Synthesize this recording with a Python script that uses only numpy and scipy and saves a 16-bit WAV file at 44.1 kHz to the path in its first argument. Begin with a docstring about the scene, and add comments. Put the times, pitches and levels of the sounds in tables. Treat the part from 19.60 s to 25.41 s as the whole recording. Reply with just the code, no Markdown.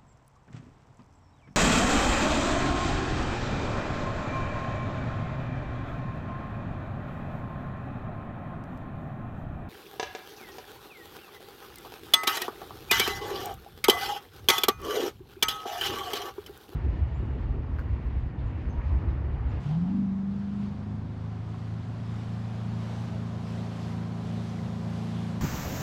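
"""Outboard accelerating on a lake

From on board a fishing boat as its four-stroke outboard drives it through a turn. The exhaust blares
at the firing rate as the revs climb, then sinks under the wake and leaves a throbbing drone.
Water slaps the bow and rushes along the hull, and spray hisses more as the speed builds.
Loose gear taps the deck, and a little wind rumbles on the microphone."""
import sys
import numpy as np
from scipy import signal
from scipy.fft import rfft, irfft, next_fast_len
from scipy.io import wavfile
from scipy.ndimage import uniform_filter1d, map_coordinates

SR = 44100
rng = np.random.default_rng(int(sys.argv[2]) if len(sys.argv) > 2 else 0)


def to_wav(s):
    """Save 16-bit WAV."""
    ch = np.atleast_2d(s).T  # columns
    pcm = np.round(np.clip(ch, -1, 1) * 32767)  # PCM
    wavfile.write(sys.argv[1], SR, pcm.astype(np.int16))


N = 256220
TIME = np.arange(N) / SR

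# Spectra of the wind and water sounds. Each row: frequency in Hz, relative density in dB.
WIND_SPECTRUM = [(10, -15.5), (25, 6.5), (45, 3), (65, -2), (120, -16.5), (300, -62.5)]
SPRAY_SPECTRUM = [(400, -17.5), (1000, -5.5), (1600, 0), (2300, 0), (3300, 1), (4600, -3), (6300, -9),
                  (8300, -14.5), (9100, -20.5), (10500, -20), (12500, -26), (14000, -32), (15500, -47)]
WASH_SPECTRUM = [(120, -33.5), (260, 1), (380, 1), (490, -2), (600, -3.5), (730, 1), (870, -2.5),
                 (1050, -1.5), (1500, -7), (2200, -14), (4000, -31), (8000, -54), (12000, -77)]
WAKE_SPECTRUM = [(200, -20), (330, -6.5), (480, -0.5), (620, 2.5), (900, -2.5), (1400, -13), (3000, -39.5)]
SLAP_SPECTRUM = [(500, -20), (700, 2.5), (820, 2), (1050, -10.5), (1600, -26), (2900, -17), (4500, -34)]
BUBBLE_SPECTRUM = [(45, -38.5), (62, -6.5), (78, -5.5), (130, 4.5), (180, -1), (250, -6.5), (300, -14.5),
                   (380, -16), (460, -29), (700, -51.5)]
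# Loose gear on deck. Each row: start in seconds, level in dB, ring in Hz.
GEAR_KNOCKS = [(1.943, -32.5, 1066), (4.989, -36.5, 2080)]
# The bow drops on the first waves. Each row: centre in seconds, width in seconds, level in dB.
BOW_SLAPS = [(.11, 0.064, -47.5), (.29, .07, -53.5)]
# The hull meets a wave. Each row: crest and hold in seconds, spray rise and wash rise in dB.
WAVE_HITS = [(0.04, .06, 6.8, 3.5), (1.041, 0.0045, 6, 1.5), (1.95, .11, 3.5, 0.3),
             (2.545, 0.046, 4.7, 1.7), (2.858, 0.085, 2.5, 1.5), (3.226, .23, 5, 1.44), (3.9, 0.43, 4.1, 1),
             (4.68, 0.23, 3, -0.1), (5.35, 0.31, 3.5, 0.7)]

# The revs flare, slip back, then creep up to cruise. Each row: time in seconds, engine cycles a second.
CYCLE_RATE = [(0.0, 15.19), (0.1, 18.88), (0.18, 21.05), (0.31, 23.97), (0.4, 24.69), (0.5, 24.04),
              (0.8, 25.0), (1.04, 25.34), (1.5, 26.54), (1.98, 27.49), (2.45, 27.93), (2.9, 28.14),
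              (3.35, 28.23), (3.8, 27.85), (5.3, 27.92), (5.81, 28.12)]
# Hull panel resonances. Each row: centre in Hz, width in Hz.
HULL_PANELS = [(85, 9), (190, 36), (204, 8)]
# The open exhaust, until it goes under. Each row: time in seconds, level in dB.
BLARE_LEVEL = [(0, -41), (.1, -28), (.2, -25.5), (.31, -30.5), (.4, -28), (.93, -32.5), (1.04, -31),
               (1.17, -42), (1.4, -43.5), (1.6, -76)]
# Strong orders through the hull. Each row: multiple of the cycle rate, level in dB with the exhaust
# in air and submerged, gain in dB by top speed and on the hump, roughness from 0 to 1.
DRONE_ORDERS = [(3, -45, -42, -4.5, -3.5, 0.13), (4, -45.5, -37.5, 0.5, 3, 0.09),
                (6, -47, -45.3, 10.2, -1.9, 0.06), (7, -50.5, -51.5, 12, 1.5, .07),
                (8, -59, -55.5, 19, 0, 0.08)]
# Weaker orders at full load. Each row: multiple of the cycle rate, relative level in dB.
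OVERTONE_ORDERS = [(2, -25), (5, -26), (9, -14), (10, -23.5), (12, -19.5), (13, -27.5), (14, -20),
                   (15, -19.5), (16, -23.5), (18, -30.5), (19, -22), (20, -31), (21, -27.5), (22, -27.5),
                   (24, -26.5), (25, -27.5), (26, -30), (27, -22.5), (29, -26), (33, -33.5), (35, -27.5),
                   (36, -28.5), (38, -30)]
# Orders that ring with the exhaust near the surface. Each row: multiple, relative level in dB.
RASP_ORDERS = [(5, -13.5), (9, 3.5), (10, 2), (11, -12), (12, -7.5), (14, -18), (15, -17.5)]
# The note turns harsh as the revs overshoot, as the engine takes the load, and on the plane.
# Each row: centre and width in seconds, rasp rise and overtone rise in dB.
HARSH_FLARES = [(0.338, 0.15, 17, -3.5), (1.45, 0.28, -0.5, 3.5), (4.3, 0.36, 4, 1)]

SINK_S, SINK_SPREAD_S = 1.16, 0.045  # the exhaust outlet sinks under the wake
BITE_S, GATHER_S = 1.326, 2.4  # the propeller bites and the boat gathers speed, ever more slowly
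HUMP_S, HUMP_WIDTH_S = 2.87, 0.98  # the hump: the hull labours over its own bow wave
PLANE_S, PLANE_SPREAD_S = 2.95, 0.1  # the hull climbs onto the plane


def amp(db):
    """Decibels to gain."""
    return 10 ** (np.asarray(db) / 20)


def unit(x):
    """Scale to rms 1."""
    return x / np.sqrt(np.mean(x ** 2) + 1e-20)


def curve(rows):
    """Join (seconds, value) points, one value a sample."""
    return np.interp(TIME, *np.transpose(rows))


def step(at_s, spread_s):
    """A smooth change from 0 to 1."""
    return .5 + .5 * np.tanh((TIME - at_s) / (2 * spread_s))


def bump(at_s, width_s):
    """A bell curve of height 1."""
    return np.exp(-((TIME - at_s) / width_s) ** 2)


def wobble(per_s):
    """A smooth random curve with per_s knots a second."""
    return map_coordinates(rng.standard_normal(int(N * per_s / SR) + 4), [TIME * per_s], order=2)


def filtered(x, response):
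    """Filter x by a gain given as a function of Hz."""
    size = next_fast_len(N + SR // 2)
    return irfft(rfft(x, size) * response(np.fft.rfftfreq(size, 1 / SR)), size)[:N]


def coloured(x, spectrum):
    """Shape x by (Hz, dB) points on a log axis, at rms 1."""
    points_hz, db = np.transpose(spectrum)
    return unit(filtered(x, lambda hz: amp(np.interp(np.log(hz + 1), np.log(points_hz), db, right=-120))))


def rush(patchy_db):
    """White noise with patches of random gain in time and frequency."""
    bins = signal.stft(rng.standard_normal(N), nperseg=512)[2]
    patches = uniform_filter1d(rng.standard_normal(bins.shape), size=7, axis=0)
    patches = unit(uniform_filter1d(patches, size=12, axis=1))
    return unit(signal.istft(bins * amp(patchy_db * patches), nperseg=512)[1][:N])


def pace():
    """Share of its top speed that the boat has gained, 0 to 1."""
    return 1 - np.exp(-np.maximum(TIME - BITE_S, 0) / GATHER_S)


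def wind():
    """A faint gusty rumble on the microphone that eases as the boat comes round."""
    wind_db = np.interp(TIME, [2.9, 5.3], [-56, -61])
    return amp(wind_db + 1.6 * wobble(6.5)) * coloured(rng.standard_normal(N), WIND_SPECTRUM)


def deck_knocks(t60_s=0.016, attack_s=0.0011):
    """Loose gear taps the deck with a short, rough ring."""
    taps = np.zeros(N)
    for start_s, db, hz in GEAR_KNOCKS:
        age = np.maximum(TIME - start_s, 0)
        envelope = amp(db - 60 * age / t60_s) * (1 - np.exp(-age / attack_s))
        taps += envelope * np.sin(2 * np.pi * hz * age + 0.89 * wobble(400))
    return taps


def bow_slaps():
    """Up front, water smacks the hollow bow as the throttle opens."""
    envelope = sum(amp(db) * bump(at_s, width_s) for at_s, width_s, db in BOW_SLAPS)
    return envelope * coloured(rush(patchy_db=2.5), SLAP_SPECTRUM)


def waves(rise_s=0.12, fall_s=0.11):
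    """Rise in dB of spray and wash: each wave builds, holds while the hull cuts it, and dies away."""
    spray_db, wash_db = np.zeros(N), np.zeros(N)
    for crest_s, hold_s, spray_rise_db, wash_rise_db in WAVE_HITS:
        age = TIME - crest_s
        shape = np.exp(np.minimum(age, 0) / rise_s - np.maximum(age - hold_s, 0) / fall_s)
        spray_db += spray_rise_db * shape
        wash_db += wash_rise_db * shape
    return spray_db, wash_db


def spray(swell_db, drops_per_s=1500, drop_gain=.33, mist_hz=9000):
    """Sheets of spray hiss and patter back as drops; a faster boat throws more fine mist."""
    ripple_db = 0.5 * wobble(9)
    spray_db = -66 + 10 * pace() + swell_db + ripple_db
    drops = unit((rng.random(N) < drops_per_s / SR) * rng.standard_normal(N))
    hiss = coloured(rush(patchy_db=1.0) + drop_gain * drops, SPRAY_SPECTRUM)
    mist = filtered(hiss, lambda hz: 1 / (1 + (mist_hz / (hz + 1)) ** 4))
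    mist_gain = amp(-4 + 9 * pace())
    return amp(spray_db) * (hiss - mist + mist_gain * mist)


def wash(cycle_angle, swell_db):
    """Water rushes along the hull and churns astern, where exhaust puffs make it pulse."""
    hull_db = -53 + 4 * pace() + swell_db
    wake_db = -66 + 12.5 * step(PLANE_S, PLANE_SPREAD_S) + 2.2 * swell_db
    puffs = .1 * np.cos(3 * cycle_angle) + .13 * np.cos(6 * cycle_angle)
    hull = coloured(rush(patchy_db=0.3) * (1 + 0.56 * puffs), WASH_SPECTRUM)
    wake = coloured(rush(patchy_db=1.3) * (1 + 2 * puffs), WAKE_SPECTRUM)
    return amp(hull_db) * hull + amp(wake_db) * wake


def engine_level(air_db, submerged_db, speed_db, hump_db):
    """Level in dB of an engine sound: it shifts as the exhaust sinks, with speed and on the hump."""
    outlet_db = air_db + (submerged_db - air_db) * step(SINK_S, SINK_SPREAD_S)
    return outlet_db + speed_db * pace() + hump_db * bump(HUMP_S, HUMP_WIDTH_S)


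def exhaust_bubbles():
    """Exhaust gas breaks up in the wake with a low burble."""
    level_db = engine_level(air_db=-40.5, submerged_db=-43, speed_db=-2, hump_db=1)
    return amp(level_db) * coloured(rush(patchy_db=1.6), BUBBLE_SPECTRUM)


def engine_order(cycle_angle, order, roughness):
    """One wavering multiple of the engine cycle, heard through the hull, at rms 1."""
    hz = order * np.gradient(cycle_angle) * SR / (2 * np.pi)
    # each panel lags the orders above it by half a period, which bunches every cycle into a throb
    lag = sum(np.arctan2(hz * width, centre ** 2 - hz ** 2) for centre, width in HULL_PANELS)
    # high orders arrive by many paths, at random phases
    scatter = rng.standard_normal() * (order / 12) ** 6
    # radiated pressure leads the exhaust flow by a quarter period
    phase = order * cycle_angle + np.pi / 2 - lag + scatter
    waver = 1 + roughness * (wobble(14) + 1j * wobble(14))
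    return unit((waver * np.exp(1j * phase)).real)


def hull_drone(cycle_angle, cutoff_hz=63):
    """The hull radiates the strong orders, little below the cutoff; they swell as the stern bobs."""
    drone = sum(amp(engine_level(*levels_db)) * engine_order(cycle_angle, order, roughness)
                for order, *levels_db, roughness in DRONE_ORDERS)
    bob_db = 0.78 * wobble(8)
    return amp(bob_db) * filtered(drone, lambda hz: 1 / np.hypot(1, (cutoff_hz / (hz + 1)) ** 4))


def outboard(cycle_angle, firings=8):
    """The firings blare at the stern; their uneven paths through the exhaust fill in the other orders."""
    blare = amp(curve(BLARE_LEVEL)) * engine_order(cycle_angle, firings, roughness=0.078)
    drone = hull_drone(cycle_angle)
    # the weaker an overtone, the less steady it is
    overtones = sum(amp(db) * engine_order(cycle_angle, order, roughness=.08 * amp(-.6 * db))
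                    for order, db in OVERTONE_ORDERS)
    rasp = sum(amp(db) * engine_order(cycle_angle, order, roughness=0.4) for order, db in RASP_ORDERS)
    overtone_db = engine_level(air_db=-46, submerged_db=-45, speed_db=9, hump_db=-3.5)
    rasp_db = engine_level(air_db=-54.5, submerged_db=-54.5, speed_db=-25, hump_db=-2.5)
    for at_s, width_s, rasp_rise_db, overtone_rise_db in HARSH_FLARES:
        flare = bump(at_s, width_s)
        rasp_db += rasp_rise_db * flare
        overtone_db += overtone_rise_db * flare
    return blare + drone + amp(overtone_db) * overtones + amp(rasp_db) * rasp


def scene():
    """Engine, water and wind at one microphone on the boat."""
    cycle_angle = 2 * np.pi * np.cumsum(curve(CYCLE_RATE)) / SR
    spray_swell_db, wash_swell_db = waves()
    motor = outboard(cycle_angle) + exhaust_bubbles()
    water = wash(cycle_angle, wash_swell_db) + spray(spray_swell_db)
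    return (motor + water + wind() + deck_knocks() + bow_slaps())[None]


def record(dry, top_hz=15400, fade_s=.003):
    """One channel with nothing above the band limit; the ends are eased in and out."""
    fade = np.clip(np.minimum(TIME, TIME[-1] - TIME) / fade_s, 0, 1)
    return filtered(dry[0] * fade, lambda hz: hz < top_hz)[None]


dry = scene()
out = record(dry)
to_wav(out)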